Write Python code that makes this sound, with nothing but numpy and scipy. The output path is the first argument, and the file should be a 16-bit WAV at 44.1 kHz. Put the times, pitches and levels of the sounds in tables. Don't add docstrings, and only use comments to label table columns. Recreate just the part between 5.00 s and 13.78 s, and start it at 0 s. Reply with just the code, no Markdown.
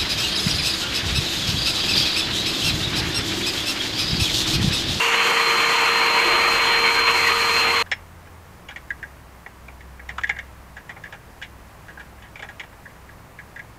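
import sys
import numpy as np
from scipy import signal
from scipy.fft import rfft, irfft, next_fast_len
from scipy.io import wavfile
from scipy.ndimage import uniform_filter1d

SR = 44100
rng = np.random.default_rng(int(sys.argv[2]) if len(sys.argv) > 2 else 0)


def unload_audio(sound):
    columns = np.transpose(np.atleast_2d(sound))
    steps = np.round(np.clip(columns, -1, 1) * 32767)
    wavfile.write(sys.argv[1], SR, steps.astype(np.int16))


N = 387198
T = np.arange(N) / SR


def undb(db):
    return 10 ** (np.asarray(db) / 20)


def unit(x):
    return x / np.sqrt(np.mean(x ** 2))


def curves(table):
    times, *columns = np.transpose(table)
    return [np.interp(T, times, column) for column in columns]


def swell(centre_s, half_s):
    return np.exp(-((T - centre_s) / half_s) ** 2)


def colour(x, points):
    hz, db = np.transpose(points)
    bins_hz = np.maximum(np.fft.rfftfreq(len(x), 1 / SR), 1)
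    gain_db = np.interp(np.log(bins_hz), np.log(hz), db)
    return irfft(rfft(x) * undb(gain_db), len(x))


def band(x, lo_hz, hi_hz, order=2):
    return signal.sosfilt(signal.butter(order, [lo_hz, hi_hz], "band", fs=SR, output="sos"), x)


def noise(points):
    return unit(colour(rng.standard_normal(next_fast_len(N)), points)[:N])


def walk(rate_hz):
    hold = int(SR / rate_hz)
    held = np.repeat(rng.standard_normal(N // 20)[:N // hold + 1], hold)
    return unit(uniform_filter1d(uniform_filter1d(held, hold), hold)[:N])


def tone(hz):
    return np.sqrt(2) * np.sin(2 * np.pi * (np.cumsum(hz) / SR + rng.random()))


def resonance(hz, width_hz):
    if np.ndim(hz) == 0:
        return unit(band(rng.standard_normal(N), hz - width_hz / 2, hz + width_hz / 2))
    lowpass = signal.butter(2, width_hz / 2, fs=SR, output="sos")
    in_phase, quadrature = signal.sosfilt(lowpass, rng.standard_normal((2, N)))
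    phase = 2 * np.pi * np.cumsum(hz) / SR
    return unit(in_phase * np.cos(phase) + quadrature * np.sin(phase))


def ring(t, hz, db, t60_s):
    return undb(db - 60 * t / t60_s) * np.sin(2 * np.pi * (hz * t + rng.random()))


def outdoor_air(level_db=-45.5):
    # frequency_hz, relative_density_db
    spectrum = [(20, -8.5), (55, -3.5), (110, -5), (160, -4.5), (250, -11), (400, -13), (750, -12.5),
                (1100, -12), (1450, -16.5), (1750, -16.5), (2400, -21.5), (3500, -28.5), (9000, -32.5),
                (14000, -33.5)]
    return undb(level_db + .3 * walk(12)) * noise(spectrum)


def drone(hz, db):
    return undb(db + 1.8 * walk(9.5)) * tone(hz + 0.8 * walk(14))


def traffic(high_hz=86.2, low_hz=64, eases_s=3.57, enters_s=3.3, pulls_s=7.9, climb_hz_per_s=8):
    # time_s, level_db
    near_level = [(1.2, -80), (1.35, -43.5), (1.8, -58), (2.2, -46), (3.4, -49), (3.6, -49), (3.8, -48),
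                  (4.3, -50), (4.5, -52), (4.7, -43), (5.65, -47.5), (6.0, -58.5), (6.4, -49), (6.9, -50),
                  (7.6, -55.5), (8.7, -54)]
    eased = (1 + np.tanh((T - eases_s) / .18)) / 2
    near = drone(high_hz + (low_hz - high_hz) * eased, curves(near_level)[0])
    arrival = np.clip((T - enters_s) / .15, 0, 1)
    far_hz = 103 + climb_hz_per_s * np.maximum(T - pulls_s, 0)
    far_db = -60.5 + (T - enters_s)
    return near + arrival * drone(far_hz, far_db)


def rumble():
    # time_s, level_db
    level = [(1.22, -74), (1.3, -49), (2.2, -51), (2.9, -55), (3.6, -67)]
    return undb(curves(level)[0]) * resonance(42.7, width_hz=24)


def rubbing():
    # centre_s, half_length_s, level_db
    strokes = [(3.28, 0.019, -49), (6.916, .02, -51), (7.07, .012, -53), (7.197, .02, -51),
               (7.26, .025, -46.5), (7.735, .012, -51), (7.905, .012, -49), (7.96, .01, -50)]
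    # frequency_hz, relative_density_db
    spectrum = [(400, -25), (800, -4), (1200, -7), (1650, 4), (2100, 1), (2550, -10), (3000, -6),
                (3600, -16), (4500, -28), (9000, -40)]
    envelope = sum(undb(db) * swell(s, half_s) for s, half_s, db in strokes)
    grain_db = 3 * walk(250)
    return envelope * unit(undb(grain_db) * noise(spectrum))


def chatter(t, chatter_s, tail_db=-20, tail_t60_s=.34):
    # frequency_hz, gain_db
    spectrum = [(250, 0), (500, -5), (820, 1), (1000, -3), (1180, -4), (1430, 9), (1650, 15), (2000, 13.5),
                (2350, 18.5), (2700, -5.5), (3250, -5), (4200, -15), (7000, -17), (9000, -25)]
    burst = np.exp(-(t / (1.25 * chatter_s)) ** 2.5) * (1 + .6 * np.exp(-t / .002))
    tail = undb(tail_db - 60 * t / tail_t60_s)
    force = rng.standard_normal(len(t)) * (burst + tail)
    return unit(colour(np.pad(force, (0, len(t))), spectrum)[:len(t)])


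def fitting_modes(t):
    # pitch_hz, relative_db, t60_s
    modes = [(803, 5.5, 0.077), (1652, 19, 0.1), (1767, 9, 0.086), (1925, 20.5, 0.068), (2170, 10, 0.12),
             (2350, 7, 0.14), (2400, -6, 0.14), (2780, -1, 0.18), (3550, -1, 0.078)]
    favour_db = 3 * rng.standard_normal(len(modes))
    return unit(sum(ring(t, hz, db + extra, t60) for (hz, db, t60), extra in zip(modes, favour_db)))


def metal_rings(t, twang_db, tick_db, ping_gain):
    # pitch_hz, relative_db, t60_s
    twang_modes = [(2960, 3, 0.053), (3300, -4, 0.035), (3374, -1.5, 0.083)]
    # pitch_hz, relative_db, t60_s
    ting_modes = [(4660, -5, .045), (5350, -1, .06), (6100, -4, .045), (6750, 1, .055), (7170, -2, .045)]
    detune = 1 + .015 * rng.standard_normal()
    twang = sum(ring(t, hz * detune, db, t60) for hz, db, t60 in twang_modes)
    tings = sum(ring(t, hz * detune, db + 4 * rng.standard_normal(), t60) for hz, db, t60 in ting_modes)
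    ping = ping_gain * ring(t, hz=5330, db=12, t60_s=.1)
    return undb(twang_db) * twang + undb(tick_db) * (tings + ping)


def click(strength_db, weight_db, hardness_db, pitch_hz, chatter_s, firm_db=-24, hard_db=-39):
    edges = [430, 1000, 1450, 2650, 4100, 8400]
    t = np.arange(SR // 4) / SR
    rise_s = .0004 * undb(.35 * (firm_db - strength_db))
    onset = 1 - np.exp(-t / rise_s)
    contact = onset * (chatter(t, chatter_s) + undb(-5) * fitting_modes(t))
    clack = unit(band(contact, .86 * pitch_hz, 1.14 * pitch_hz, order=3))
    bands = np.array([unit(band(contact, lo, hi, order=5)) for lo, hi in zip(edges, edges[1:])])
    bands[-1] = unit(bands[-1] * (1 + 1.1 * np.exp(-t / .004)))
    thud_db, knock_db = weight_db - 15.5, weight_db - 19.5
    rattle_db = (weight_db + hardness_db) / 2 - 10.5
    snap_db, tick_db = hardness_db - 12.5, .99 * hardness_db - 21
    body = clack + undb([thud_db, knock_db, rattle_db, snap_db, tick_db]) @ bands
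    body *= np.sqrt(.025 / t[-1])
    twang_db = snap_db + .97 * hardness_db
    ping_gain = min(undb(strength_db + tick_db - hard_db), 1) ** 2
    metal = metal_rings(t, twang_db, tick_db, ping_gain)
    return undb(strength_db) * (body + onset * metal)


def fittings():
    # start_s, strength_db, weight_db, hardness_db, pitch_hz, chatter_s
    contacts = [(2.86, -45, -2, -1, 1690, 0.016), (2.9148, -24, 4, 5.5, 1970, 0.018),
                (3.686, -48, 19.5, 12.5, 2140, 0.021), (3.708, -41, 2, 1, 1590, 0.021),
                (3.76, -37, 2, 2.5, 1980, 0.016), (3.9041, -25.5, -13, -11.5, 1770, 0.011),
                (4.0276, -31.5, -11, -9, 1780, 0.0079), (4.4616, -41, 10.5, -4, 1960, 0.0064),
                (4.6822, -44.5, 9.5, -1, 2240, 0.0061), (4.805, -48, -2, 0, 1930, 0.011),
                (4.994, -41.5, -7, -12, 1910, 0.0062), (5.0892, -34.5, 5, 2, 1950, 0.022),
                (5.181, -30, 3, 0.5, 1170, 0.012), (5.211, -42, 7, 3, 1500, .006),
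                (5.2345, -24, -12, -6, 1900, 0.012), (5.2405, -27.5, -13, -6, 1880, 0.007),
                (5.27, -43, -4, 6, 1900, 0.023), (5.2928, -23, 1, -3.5, 1900, 0.0058),
                (5.2962, -29.5, 3.5, 1, 2000, 0.017), (5.363, -38, 0, -5, 1840, .013),
                (5.387, -32.5, -3, -0.5, 1925, 0.012), (5.766, -38, 3, -1.5, 1750, 0.026),
                (5.892, -37.5, 8, 1, 1870, 0.026), (5.962, -50.5, 20.5, 2, 2070, 0.018),
                (6.037, -36, -1, -2.5, 1850, 0.03), (6.1237, -39, 10.5, 3, 1690, 0.027),
                (6.415, -35.5, -15, -3, 1630, 0.011), (6.424, -41.5, 6, 11, 2010, 0.026),
                (6.882, -40, 3, -2.5, 1720, 0.029), (6.973, -40, 6, -26, 1510, 0.0086),
                (6.9959, -40, 5, 1.5, 1700, 0.024), (7.221, -50, 1, 7.5, 1820, 0.03),
                (7.356, -43.5, 10, 4.5, 2200, 0.019), (7.393, -45.5, 14, 7, 2220, 0.014),
                (7.423, -39, 13, 6, 1810, 0.025), (7.487, -41, 8.5, 1.5, 1820, 0.022),
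                (7.596, -38, 6.5, 7.5, 2020, 0.018), (7.634, -50.5, 15, 7, 1800, 0.012),
                (7.855, -40, -2, -14, 1720, 0.014), (8.09, -46, -9, -6, 1760, 0.0054),
                (8.3873, -38.5, -6, -8, 1910, 0.017), (8.559, -37, -3, -6, 1770, 0.025),
                (8.592, -36.5, -5, -6, 1915, 0.011)]
    out = np.zeros(N + SR)
    for start_s, *contact in contacts:
        sound = click(*contact)
        start = int(start_s * SR)
        out[start:start + len(sound)] += sound
    return out[:N]


def hose_boom(rest_db=-53):
    # centre_s, half_length_s, level_db
    booms = [(0.58, 0.14, -40.5), (1.333, 0.27, -33.5), (2.598, 0.12, -46)]
    # centre_hz, width_hz, relative_db
    modes = [(353, 31, -2.5), (654, 240, -1.5)]
    envelope = undb(rest_db) + sum(undb(db) * swell(s, half_s) for s, half_s, db in booms)
    return envelope * sum(undb(db) * resonance(hz, width) for hz, width, db in modes)


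def turbulence(depth_db=1.3):
    # frequency_hz, relative_density_db
    shape = [(30, -33), (150, -14.5), (280, -11), (420, -6), (670, -9.5), (860, -4), (980, 3), (1350, 0),
             (1490, -1.5), (2030, -2), (2250, 2.5), (3150, -3.5), (3750, -12.5), (5000, -47)]
    edges = [0, 900, 1030, 1170, 1350, 1600, 1850, 2080, 2280, 2500, 2800, 3100, 22050]
    size = next_fast_len(N)
    spectrum = rfft(noise(shape), size)
    hz = np.fft.rfftfreq(size, 1 / SR)
    bands = (irfft(spectrum * ((hz >= lo) & (hz < hi)), size)[:N] for lo, hi in zip(edges, edges[1:]))
    return unit(sum(part * undb(depth_db * walk(40.07)) for part in bands))


def suction(rough_from_s=1.8):
    # centre_hz, width_hz, relative_db
    cavities = [(471, 33, -28), (782, 61, -21), (1055, 180, -19), (1224, 66, -17), (1843, 53, -17.5),
                (1945, 36, -16.5), (2553, 38, -15), (2690, 140, -17.5), (3020, 45, -24), (4010, 91, -26.5)]
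    # time_s, centre_hz, relative_db
    upper = [(0, 2780, -1), (.12, 2800, -9), (.2, 3120, -10.5), (.36, 3120, -11.5), (.8, 3094, -17),
             (1.05, 2830, -14), (1.35, 2850, -26), (1.55, 2920, -17), (1.75, 3120, -13), (2.0, 3120, -14),
             (2.8, 3070, -33)]
    # time_s, centre_hz, relative_db
    lower = [(0, 2170, -13), (.7, 2182, -13), (1.25, 2220, -8.5), (1.6, 2260, -11), (1.85, 2300, -6),
             (2.3, 2204, -13), (2.5, 2266, -22), (2.75, 2170, -13)]
    # centre_s, centre_hz, relative_db
    catches = [(.31, 1110, -7), (.37, 2040, -14), (.67, 2210, -4), (.82, 945, -4.5), (.89, 1160, -6.5),
               (1.02, 2260, -10), (1.18, 1080, -3), (1.2, 2240, -3), (1.3, 2200, -3), (1.48, 1270, -3),
               (1.76, 2230, -16), (1.87, 2230, 1), (1.99, 1610, -5.5), (2.05, 1090, -2), (2.1, 1130, -4),
               (2.19, 2170, 0), (2.265, 1960, 1), (2.33, 1270, -6), (2.695, 2130, -1.5),
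               (2.745, 1110, -4.5)]
    # time_s, gain_db
    gain = [(0, -20.5), (.36, -19.5), (.56, -20.5), (.75, -20), (1.65, -20), (1.88, -20.5), (1.97, -21),
            (2.1, -20.5), (2.27, -21.5), (2.4, -21), (2.55, -21), (2.75, -20)]
    hollows = sum(undb(db + 2.1 * walk(21.8)) * resonance(hz, width) for hz, width, db in cavities)
    nozzle = sum(undb(db) * resonance(hz, width_hz=130) for hz, db in (curves(upper), curves(lower)))
    surges = sum(undb(db) * swell(s, half_s=.027) * resonance(hz, width_hz=155) for s, hz, db in catches)
    depth_db = np.where(T < rough_from_s, .45, 1.0)
    rasp_db = .5 * walk(160) + depth_db * walk(60)
    return undb(curves(gain)[0] + rasp_db) * (turbulence() + hollows + nozzle + surges)


def nozzle_hiss():
    # frequency_hz, relative_density_db
    spectrum = [(3400, -68), (3900, -1), (4300, 5), (4800, 0), (5200, -11.5), (5500, -3), (5850, -9.5),
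                (6400, -1.5), (7800, -8.5), (9300, -11), (9950, -19.5), (11000, -11.5), (14200, -17),
                (15800, -30)]
    # time_s, level_db
    hiss_level = [(0, -33.5), (0.45, -33), (0.88, -31.5), (1.02, -34.5), (1.4, -31.5), (1.8, -34.5),
                  (2.2, -32.5), (2.8, -32)]
    # time_s, level_db
    whistle_level = [(0, -39.5), (0.25, -39), (0.4, -44), (0.8, -37), (1.0, -49)]
    flutter_db = 1.1 * walk(28) + .9 * walk(110)
    hiss = undb(curves(hiss_level)[0]) * noise(spectrum)
    whistle = undb(curves(whistle_level)[0]) * resonance(6500, width_hz=2000)
    return undb(flutter_db) * (hiss + whistle)


def airflow(delay_s=.029, reflection=.16):
    air = suction() + nozzle_hiss()
    echo = np.interp(T - delay_s, T, air, left=0)
    return air + reflection * echo + hose_boom()


def motor(shaft_hz=464.1, blades=9, lag_hz=1.1, settled_s=1.1):
    # order, level_db
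    harmonics = [(1, -33), (12, -54), (15, -72)]
    # time_s, level_db
    octave_level = [(0.1, -36), (0.55, -57), (0.7, -33.5), (1.3, -33.5), (2.1, -33.5), (2.3, -36.5),
                    (2.8, -38)]
    # time_s, level_db
    whine_level = [(0.11, -53), (0.17, -32), (.38, -32), (0.45, -28), (0.76, -29.5), (1.08, -27),
                   (1.45, -28), (1.7, -26), (2.08, -25), (2.2, -28), (2.5, -28.5), (2.6, -23),
                   (2.68, -28.5), (2.8, -25.5)]
    # pitch_hz, level_db
    housing_tones = [(204, -53.5), (1206.6, -34.5)]
    settling = np.clip(1 - (T / settled_s) ** 4, 0, 1)
    hz = shaft_hz - lag_hz * settling + .238 * walk(8.12)
    throb_db = .8 * walk(30)
    shaft = undb(throb_db) * sum(undb(db) * tone(order * hz) for order, db in harmonics)
    octave_db = curves(octave_level)[0] + 1.5 * walk(25)
    octave = undb(octave_db) * tone(2 * hz + 7.5 * walk(40))
    whine_db = curves(whine_level)[0] + walk(70) + .64 * walk(18)
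    whine = undb(whine_db) * tone(blades * hz + 1.6 * walk(90))
    housing = sum(undb(db + 1.8 * walk(9.1)) * tone(f + 1.65 * walk(15.83)) for f, db in housing_tones)
    return shaft + octave + whine + housing


def scene(cut_s=2.826):
    running = np.clip((cut_s - T) * 1000, 0, 1)
    cleaner = running * (motor() + airflow())
    hand = fittings() + rubbing()
    background = outdoor_air() + traffic() + rumble()
    return (cleaner + hand + background)[None]


def record(dry, top_hz=15550):
    return signal.sosfilt(signal.ellip(10, .2, 80, top_hz, fs=SR, output="sos"), dry)


dry = scene()
out = record(dry)
unload_audio(out)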